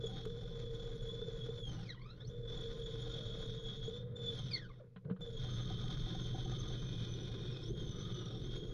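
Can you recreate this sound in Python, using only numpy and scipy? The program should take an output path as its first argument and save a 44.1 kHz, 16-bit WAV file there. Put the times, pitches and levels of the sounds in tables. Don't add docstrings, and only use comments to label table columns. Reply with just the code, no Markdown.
import sys
import numpy as np
from scipy import signal
from scipy.fft import rfft, irfft, next_fast_len
from scipy.io import wavfile
from scipy.ndimage import uniform_filter1d

SR = 44100
rng = np.random.default_rng(int(sys.argv[2]) if len(sys.argv) > 2 else 0)


def log_audio(samples):
    frames = np.atleast_2d(samples).T
    limited = np.clip(frames, -1, 1)
    pcm = np.round(limited * 32767).astype(np.int16)
    wavfile.write(sys.argv[1], SR, pcm)


N = 384993
TIME = np.arange(N) / SR
SIZE = next_fast_len(N, True)
FREQ = np.fft.rfftfreq(SIZE, 1 / SR)


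def amp(db):
    return 10 ** (np.asarray(db) / 20)


def unit(x):
    return x / np.sqrt(np.mean(abs(x) ** 2) + 1e-20)


def response(points, hz=FREQ):
    point_hz, level_db = np.transpose(points)
    return amp(np.interp(np.log(hz + 1), np.log(point_hz), level_db))


def bell(hz, width_hz):
    return 1 / (1 + (2 * (FREQ - hz) / width_hz) ** 2)


def resonances(modes):
    return amp(sum(db * bell(hz, width) for hz, width, db in modes))


def filtered(x, gain):
    return irfft(rfft(x, SIZE) * gain, SIZE)[..., :N]


def colour(x, gain):
    return unit(filtered(x, gain))


def noise():
    return rng.standard_normal(N)


def wander(rate_hz):
    return colour(noise(), 1 / (1 + (FREQ / rate_hz) ** 4))


def tone(hz):
    return np.sqrt(2) * np.sin(2 * np.pi * np.cumsum(hz) / SR)


def held(start, end, rise_s, t60):
    return np.clip((TIME - start) / rise_s, 0, 1) * amp(-60 * np.clip((TIME - end) / t60, 0, 2))


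def add(mix, s, sound):
    part = mix[max(round(s * SR), 0):][:len(sound)]
    part += sound[:len(part)]


# time_s, teeth_per_second_hz
FIRST_CUT = [(0.0, 3455), (0.182, 3275), (0.298, 3453), (1.074, 3398), (1.256, 3503), (1.426, 3340),
             (1.518, 3502), (1.6, 3456)]
NEAR_STALL = [(1.66, 3270), (1.83, 2763), (1.872, 2350), (1.922, 1720), (1.956, 990), (2.01, 1034),
              (2.122, 1370), (2.144, 1362), (2.206, 1682), (2.25, 2082), (2.284, 3074), (2.3, 3410)]
SECOND_CUT = [(2.32, 3514), (2.52, 3448), (2.6, 3422), (3.86, 3338), (4.02, 3625), (4.33, 3441)]
STOP = [(4.37, 3354), (4.39, 3170), (4.466, 3018), (4.528, 2307), (4.674, 1415), (4.702, 1110),
        (4.724, 1016), (4.792, 676.9), (4.85, 361)]
STANDSTILL = [(4.92, 100), (5.19, 100)]
HEAVY_CUT = [(5.21, 3525), (5.53, 3133), (5.93, 3194), (7.05, 3060), (7.52, 2790), (7.55, 2540),
             (7.61, 2523), (7.71, 3164), (7.75, 3282), (7.96, 2976), (8.07, 3165), (8.35, 2706),
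             (8.49, 3253), (8.73, 3302)]
REFERENCE_SPEED_HZ = 3730


def blade_speed():
    time_s, teeth_hz = np.transpose(FIRST_CUT + NEAR_STALL + SECOND_CUT + STOP + STANDSTILL + HEAVY_CUT)
    return np.interp(TIME, time_s, teeth_hz)


BIND_S, BIND_RISE_S = 5.35, 0.22


def binding():
    return np.clip((TIME - BIND_S) / BIND_RISE_S, 0, 1)


# start_s, end_s, rubbing_db, whine_db
CUTS = [(0, 3.97, -81, -61.5), (4.15, 4.8, -80.5, -61.5), (5.206, 8.73, -74, -60.5)]
ENTER_S, LEAVE_T60 = 0.015, 0.2
# start_s, end_s, rise_s, bite_db, singing_over_rasp_db
PUSHES = [(0, 1.6, 0.0067, -72, 5), (.1, .19, 0.081, -67, 14), (1.63, 1.886, 0.062, -68.5, 0),
          (2.465, 2.765, 0.042, -67.5, 8), (2.75, 3.54, 0.16, -66.5, 12), (3.5, 3.97, 0.18, -70.5, 14),
          (4.17, 4.58, 0.18, -64, 9), (5.359, 6.75, 0.068, -65, 11), (6.72, 7.68, 0.12, -67, 11),
          (7.75, 8.57, 0.046, -68, 12)]
EASE_T60 = 0.27
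RUB_SING_DB = 9.5


def bite(speed_power=0.62):
    parts = [(amp(db) * held(start, end, ENTER_S, LEAVE_T60), RUB_SING_DB) for start, end, db, _ in CUTS]
    parts += [(amp(db) * held(start, end, rise, EASE_T60), sing_db)
              for start, end, rise, db, sing_db in PUSHES]
    pace = (blade_speed() / REFERENCE_SPEED_HZ) ** speed_power
    biting = np.sqrt(sum(part ** 2 for part, _ in parts))
    singing = np.sqrt(sum((part * amp(sing_db)) ** 2 for part, sing_db in parts))
    return pace * biting, pace * singing


# partial_hz, level_db
WHINE = [(300, -5), (560, 7), (850, -16), (1100, -2), (1500, -4.5), (2100, -3), (2550, -9.5), (2850, -7.5),
         (3100, -2), (3400, 3), (3750, 1), (4300, 2.5), (5000, -7.5), (6200, -4.5), (6900, -13.5),
         (7700, -17), (8700, -14), (10400, -20.5), (14000, -41.5)]
PARTIALS_DB = [0, -6, -14.5, -19.5, -23]
# middle_s, length_s, change_db
SQUEALS = [(.07, 0.13, 12.5), (.24, 0.36, -1.5), (0.56, 0.068, 4), (1.1, 0.23, 8), (1.639, 0.26, 7.5),
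           (1.914, 0.059, 14), (2.034, 0.22, 11), (2.213, 0.035, 14.5), (2.382, .2, -13), (2.593, .2, 10),
           (3.3, 1.33, 4.5), (3.86, .2, 6), (4.292, 0.25, 12.5), (4.551, 0.1, 22), (4.627, 0.098, 12.5),
           (4.77, .1, -11), (4.807, .05, 11.5), (8.576, .3, 4)]
RECOVER_HZ_PER_S = 5600


def whine(flutter, jitter_hz=11, load_jitter_hz=22, fuzz=0.87, fuzz_hz=50, slow_fuzz=1.35,
          chatter_db=3.0, drift_db=2.5, drift_hz=12, stutter_db=3, stutter_hz=28, slow_db=-5,
          bright_hz=4500, dull_db=-7, thin_db=-13, buried_db=-4, flutter_share=.7):
    hz = blade_speed()
    slow = np.clip((2600 - hz) / 1400, 0, 1)
    load = np.clip((3350 - hz) / 600, 0, 1)
    uneven_hz = (jitter_hz + load_jitter_hz * load) * wander(127.2)
    phase = 2 * np.pi * np.cumsum(hz + uneven_hz) / SR

    level = sum(amp(db) * held(start, end, ENTER_S, LEAVE_T60) for start, end, _, db in CUTS)
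    flare_db = sum(db * np.clip(1 - 2 * abs(TIME - s) / length, 0, 1) for s, length, db in SQUEALS)
    level = level * amp(flare_db + slow * (slow_db + stutter_db * wander(stutter_hz)))

    blurring = fuzz + slow_fuzz * slow
    buried = np.minimum(2 * load, 1) * binding()
    gain_of_speed = uniform_filter1d(np.gradient(hz) * SR, size=1024)
    recovering = load * np.clip(gain_of_speed / RECOVER_HZ_PER_S, 0, 1)
    fundamental_db = thin_db * recovering + buried_db * buried

    out = 0
    for k, partial_db in enumerate(PARTIALS_DB, 1):
        blur = (wander(fuzz_hz) + 1j * wander(fuzz_hz)) / np.sqrt(2)
        blurred = (1 + blurring * blur) / np.hypot(1, blurring)
        dullness = np.minimum(2 * slow, 1) * np.clip(2 * np.log2(k * hz / bright_hz), 0, 1)
        level_db = partial_db + dull_db * dullness + drift_db * wander(drift_hz)
        if k == 1:
            level_db = level_db + fundamental_db
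        gain = response(WHINE, k * hz) * amp(level_db)
        out = out + gain * np.sqrt(2) * (blurred * np.exp(1j * k * phase)).real
    return out * level * unit(flutter ** flutter_share * amp(chatter_db * wander(87)))


# pitch_hz, width_hz, peak_db
GUIDE_MODES = [(4120, 90, 3.5), (4350, 100, 4), (5400, 160, 5.5), (6060, 310, 2.5), (6050, 150, 4),
               (6750, 120, 0)]


def housing(x, t60=0.11, wet_db=-6):
    t = np.arange(SR // 5) / SR
    tail = rng.standard_normal(len(t)) * amp(-60 * t / t60) * (t > .002)
    x = filtered(x, resonances(GUIDE_MODES))
    return x + amp(wet_db) * signal.oaconvolve(x, tail / np.linalg.norm(tail))[:N]


# pitch_hz, level_db
WOOD = [(120, 1.5), (220, 11.5), (320, 9.5), (560, 11), (680, 1), (900, -1), (1500, 0.5), (1950, -2.5),
        (2500, -18), (2850, -14), (3500, -35.5), (7000, -70)]
# pitch_hz, width_hz, peak_db
BLANK_MODES = [(313, 26, 12.5), (725, 28, 4), (1038, 27, 11.4), (1230, 30, 10), (1454, 98, 10.2),
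               (1653, 62, 4.4), (1940, 52, 3.2), (2170, 45, 11), (2450, 58, 7.1)]


def blank_response():
    return response(WOOD) * resonances(BLANK_MODES)


# pitch_hz, level_db
RASP = [(1500, -25.5), (2100, -9.5), (2650, -2.5), (2850, -11), (3050, 5.5), (4400, 2.5), (4750, -5),
        (5250, -0.5), (6300, -6), (6900, -14.5), (7350, -18), (8050, -27.5), (8600, -18.5), (11500, -37),
        (15500, -47.5)]
# pitch_hz, width_hz, level_db
BLADE_MODES = [(3310, 600, -2.5), (3370, 300, 1.5), (3639, 130, 6)]


def kerf(flutter, chips_per_s=2500, chip_spread_db=3, chip_share=0.6, rasp_db=3.0, wood_db=7.0,
         sing_db=0, grain_db=1.14, grain_hz=12, graze_db=-68.5, idle_sing_db=-76):
    grain = amp(grain_db * wander(grain_hz))
    biting, singing = bite()
    chip_strength = amp(chip_spread_db * np.minimum(rng.exponential(1, N), 4))
    chips = noise() * chip_strength * (rng.random(N) < chips_per_s / SR)
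    tearing = (chip_share * unit(chips) + 0.82 * noise()) * flutter
    rasp = amp(rasp_db) * colour(tearing, response(RASP) * resonances(GUIDE_MODES))

    singing = np.hypot(singing, amp(idle_sing_db) * blade_speed() / REFERENCE_SPEED_HZ)
    modes = sum(amp(db) * bell(hz, width) for hz, width, db in BLADE_MODES)
    modes = modes / (1 + (3020 / (FREQ + 1)) ** 50)
    sing = amp(sing_db) * colour(noise() * flutter * amp(0.57 * wander(100)), modes)

    wood = colour(tearing * amp(1.66 * wander(28)), blank_response())
    graze = amp(graze_db) * np.clip(blade_speed() / 1200, 0, 1) ** 2
    wood_level = np.hypot(amp(wood_db) * biting, graze)
    return grain * (biting * rasp + singing * sing + wood_level * wood)


def blank_drone(drone_hz=365, drone_width_hz=150, light_db=-72, bind_db=-59, deepen_db_per_s=2.0):
    light = amp(light_db) * sum(held(start, end, ENTER_S, LEAVE_T60) for start, end, _, _ in CUTS)
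    bound = binding() * amp(bind_db + deepen_db_per_s * (TIME - BIND_S))
    drone = colour(noise() * amp(2 * wander(21)), bell(drone_hz, drone_width_hz) ** 1.06)
    return np.hypot(light, bound) * drone


# start_s, end_s, pitch_hz, level_db
HOWLS = [(0.073, 0.234, 771, -63.5), (1.642, 1.88, 774, -68), (2.948, 3.4, 1401, -70.5),
         (3.101, 3.5, 590, -62.5), (5.4, 6.08, 1239, -67), (6.445, 6.725, 1230, -65.5),
         (6.645, 7.65, 2453, -72.5), (7.883, 8.42, 1247, -66)]


def howls(pole_width_hz=95):
    out = np.zeros(N)
    r = np.exp(-np.pi * pole_width_hz / SR)
    for start, end, hz, db in HOWLS:
        t = np.arange(max(round((end - start) * SR), 2)) / SR
        blur = signal.lfilter([1], [1, -2 * r, r * r], rng.standard_normal((2, len(t))))
        ring = unit(((blur[0] + 1j * blur[1]) * np.exp(2j * np.pi * hz * t)).real)
        add(out, start, amp(db) * ring * signal.windows.tukey(len(t), .4))
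    return out


# start_s, level_db (before the snag_db trim)
SNAGS = [(5.703, -46), (5.893, -52.5), (6.067, -52), (6.147, -46), (6.345, -44), (6.379, -47), (6.456, -47),
         (6.518, -49)]
# pitch_hz, level_db, t60_s
CHATTER_MODES = [(328, 3, 0.08), (463, -8, 0.057), (757.5, 5, 0.068), (1000, -18, 0.11)]


def snags(snag_db=-2.0, light_per_s=9, light_db=6, spread_db=2.5):
    t = np.arange(SR // 5) / SR
    ring = sum(amp(db - 60 * t / t60) * np.sin(2 * np.pi * hz * t) for hz, db, t60 in CHATTER_MODES)
    slaps = bite()[0] * amp(light_db + spread_db * noise()) * (rng.random(N) < light_per_s / SR)
    for s, db in SNAGS:
        add(slaps, s, amp([db + snag_db]))
    return signal.oaconvolve(slaps, ring * (1 - np.exp(-t / 0.0024)))[:N]


# start_s, table_ring_db, low_thud_db, clack_db
KNOCKS = [(.037, -27, -50, -74), (0.052, -29.5, -60, -76), (0.252, -46, -67, -54), (0.26, -29, -42, -59),
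          (1.215, -32, -46, -61), (1.28, -33.5, -65, -79), (1.486, -31.5, -52, -67),
          (3.878, -29, -42.5, -69), (4.961, -49.5, -43, -51.5), (5.048, -51, -63, -63.5),
          (5.098, -34, -45, -52.5), (5.11, -41, -28.5, -55.5), (5.163, -51, -59, -60),
          (5.207, -55, -47, -59)]
# start_s, level_db
TICKS = [(.255, -53), (5.208, -63)]
# pitch_hz, level_db
CLACK = [(300, -21), (1000, -1.5), (2200, -8.5), (4000, 27), (5500, 2), (9000, -14)]
TICK = [(500, -15), (1500, 8), (5000, 4), (7500, -2), (15000, -16)]


def knocks(ring_hz=445, ring_t60=0.081, thud_hz=185, thud_t60=0.14, clack_t60=0.074, tick_t60=0.015):
    t, out = np.arange(SR // 4) / SR, np.zeros(N)
    clack = colour(noise(), blank_response() * response(CLACK))
    tick = colour(noise(), response(TICK))
    soft = 1 - np.exp(-(t / 0.00059) ** 2)
    for s, ring_db, thud_db, clack_db in KNOCKS:
        ring = amp(ring_db - 60 * t / ring_t60) * np.sin(2 * np.pi * ring_hz * t) * (1 - np.exp(-t / 0.0043))
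        thud = amp(thud_db - 60 * t / thud_t60) * np.sin(2 * np.pi * thud_hz * t) * (1 - np.exp(-t / 0.0012))
        wood = amp(clack_db - 60 * t / clack_t60) * np.roll(clack, rng.integers(N))[:len(t)]
        add(out, s, soft * (ring + thud + wood))
    for s, db in TICKS:
        add(out, s, amp(db - 60 * t / tick_t60) * np.roll(tick, rng.integers(N))[:len(t)])
    return out


# start_s, end_s, scrape_db, shudder_db
SLIDES = [(4.081, 4.361, -72.5, -54), (4.796, 4.861, -75, -62.5), (5.035, 5.119, -73, -47.5)]
# pitch_hz, level_db
HUM = [(50, -15), (85, -7), (112, 2), (135, 1), (175, -2), (240, -14), (400, -31.5), (800, -67)]
TABLE_HZ, TABLE_WIDTH_HZ = 464.3, 89


def slide(rise_s=0.022, t60=0.23, stick_db=3, table_db=-6):
    sticking = noise() * amp(stick_db * wander(90))
    scrape = colour(sticking, blank_response())
    frame = colour(sticking, response(HUM) * bell(150, 160))
    shudder = frame + amp(table_db) * colour(sticking, bell(TABLE_HZ, 110))
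    return sum(held(start, end, rise_s, t60) * (amp(scrape_db) * scrape + amp(shudder_db) * shudder)
               for start, end, scrape_db, shudder_db in SLIDES)


# teeth_per_second_hz, stand_rumble_db, motor_hum_db, table_ring_db
SHAKE_BY_SPEED = [(100, -74, -59, -71), (1080, -54.5, -51.5, -64), (2050, -59, -50.5, -54.5),
                  (2730, -56.5, -45, -58), (3190, -45, -43, -62), (3280, -48.5, -46, -57.5),
                  (3414, -49, -48, -50.5), (3560, -57.5, -46, -53)]
# pitch_hz, level_db
RUMBLE = [(8, 3.5), (18, 16.5), (30, 18), (45, 14), (70, 4), (110, -26.5), (300, -52.5)]
# start_s, end_s
LIFTED_S = (4.0, 4.42)
SHAFT_HZ = 28.7
TEETH_PER_DRIVE_CYCLE = 7.4


def machine(rumble_db=-0.5, shaft_db=-6.5, frame_db=-2.5, mains_db=-3.0, table_db=-4, drive_db=-2,
            strain_db=2.0, strain_bite_db=-68, lifted_db=-5):
    speed_hz = blade_speed()
    at_hz, *columns = np.transpose(SHAKE_BY_SPEED)
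    stand_level_db, hum_level_db, table_level_db = [np.interp(speed_hz, at_hz, c) for c in columns]
    hum_level_db = hum_level_db + strain_db * (bite()[0] / amp(strain_bite_db) - 1)
    stand_level_db = stand_level_db + lifted_db * held(*LIFTED_S, .1, .5)

    shaft = tone(SHAFT_HZ + 1.473 * wander(7.7))
    rumble = amp(rumble_db) * colour(noise(), response(RUMBLE)) + amp(shaft_db) * shaft
    mains = tone(120 + 3 * wander(11.92))
    hum = amp(frame_db) * colour(noise(), response(HUM)) + amp(mains_db) * mains

    drive_hz = speed_hz / TEETH_PER_DRIVE_CYCLE
    tuned = 1 / np.sqrt(1 + ((drive_hz - TABLE_HZ) / 35) ** 2)
    drive = tuned * tone(drive_hz * (1 + 0.009 * wander(25.76)))
    table = colour(noise(), np.sqrt(bell(TABLE_HZ, TABLE_WIDTH_HZ)) * bell(468, 180))
    ring = amp(table_db) * table + amp(drive_db) * drive
    return amp(stand_level_db) * rumble + amp(hum_level_db) * hum + amp(table_level_db) * ring


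# pitch_hz, level_db
ROOM_AIR = [(30, 16.5), (150, 3.5), (700, 4), (3000, -1), (8000, -11), (15000, -20)]


def room_air(level_db=-85):
    return amp(level_db) * colour(noise(), response(ROOM_AIR))


FLUTTER_HZ = 43.7


def scene():
    beat = np.sin(2 * np.pi * np.cumsum(FLUTTER_HZ + 0.57 * wander(6.1)) / SR)
    flutter = unit(amp(1.32 * beat + 1.14 * wander(39)))
    cutting = housing(whine(flutter)) + kerf(flutter)
    blank = blank_drone() + howls() + snags() + knocks() + slide()
    return (cutting + blank + machine() + room_air())[None]


# pitch_hz, width_hz, depth_db
NULLS = [(2838, 110, -15.5), (7920, 670, -9)]
EDGE_HZ = 15720


def record(dry):
    heard = filtered(dry, resonances(NULLS))
    low_pass = signal.firwin(511, EDGE_HZ, window=("kaiser", 9), fs=SR)
    return signal.oaconvolve(heard, low_pass[None], "same")


dry = scene()
out = record(dry)
log_audio(out)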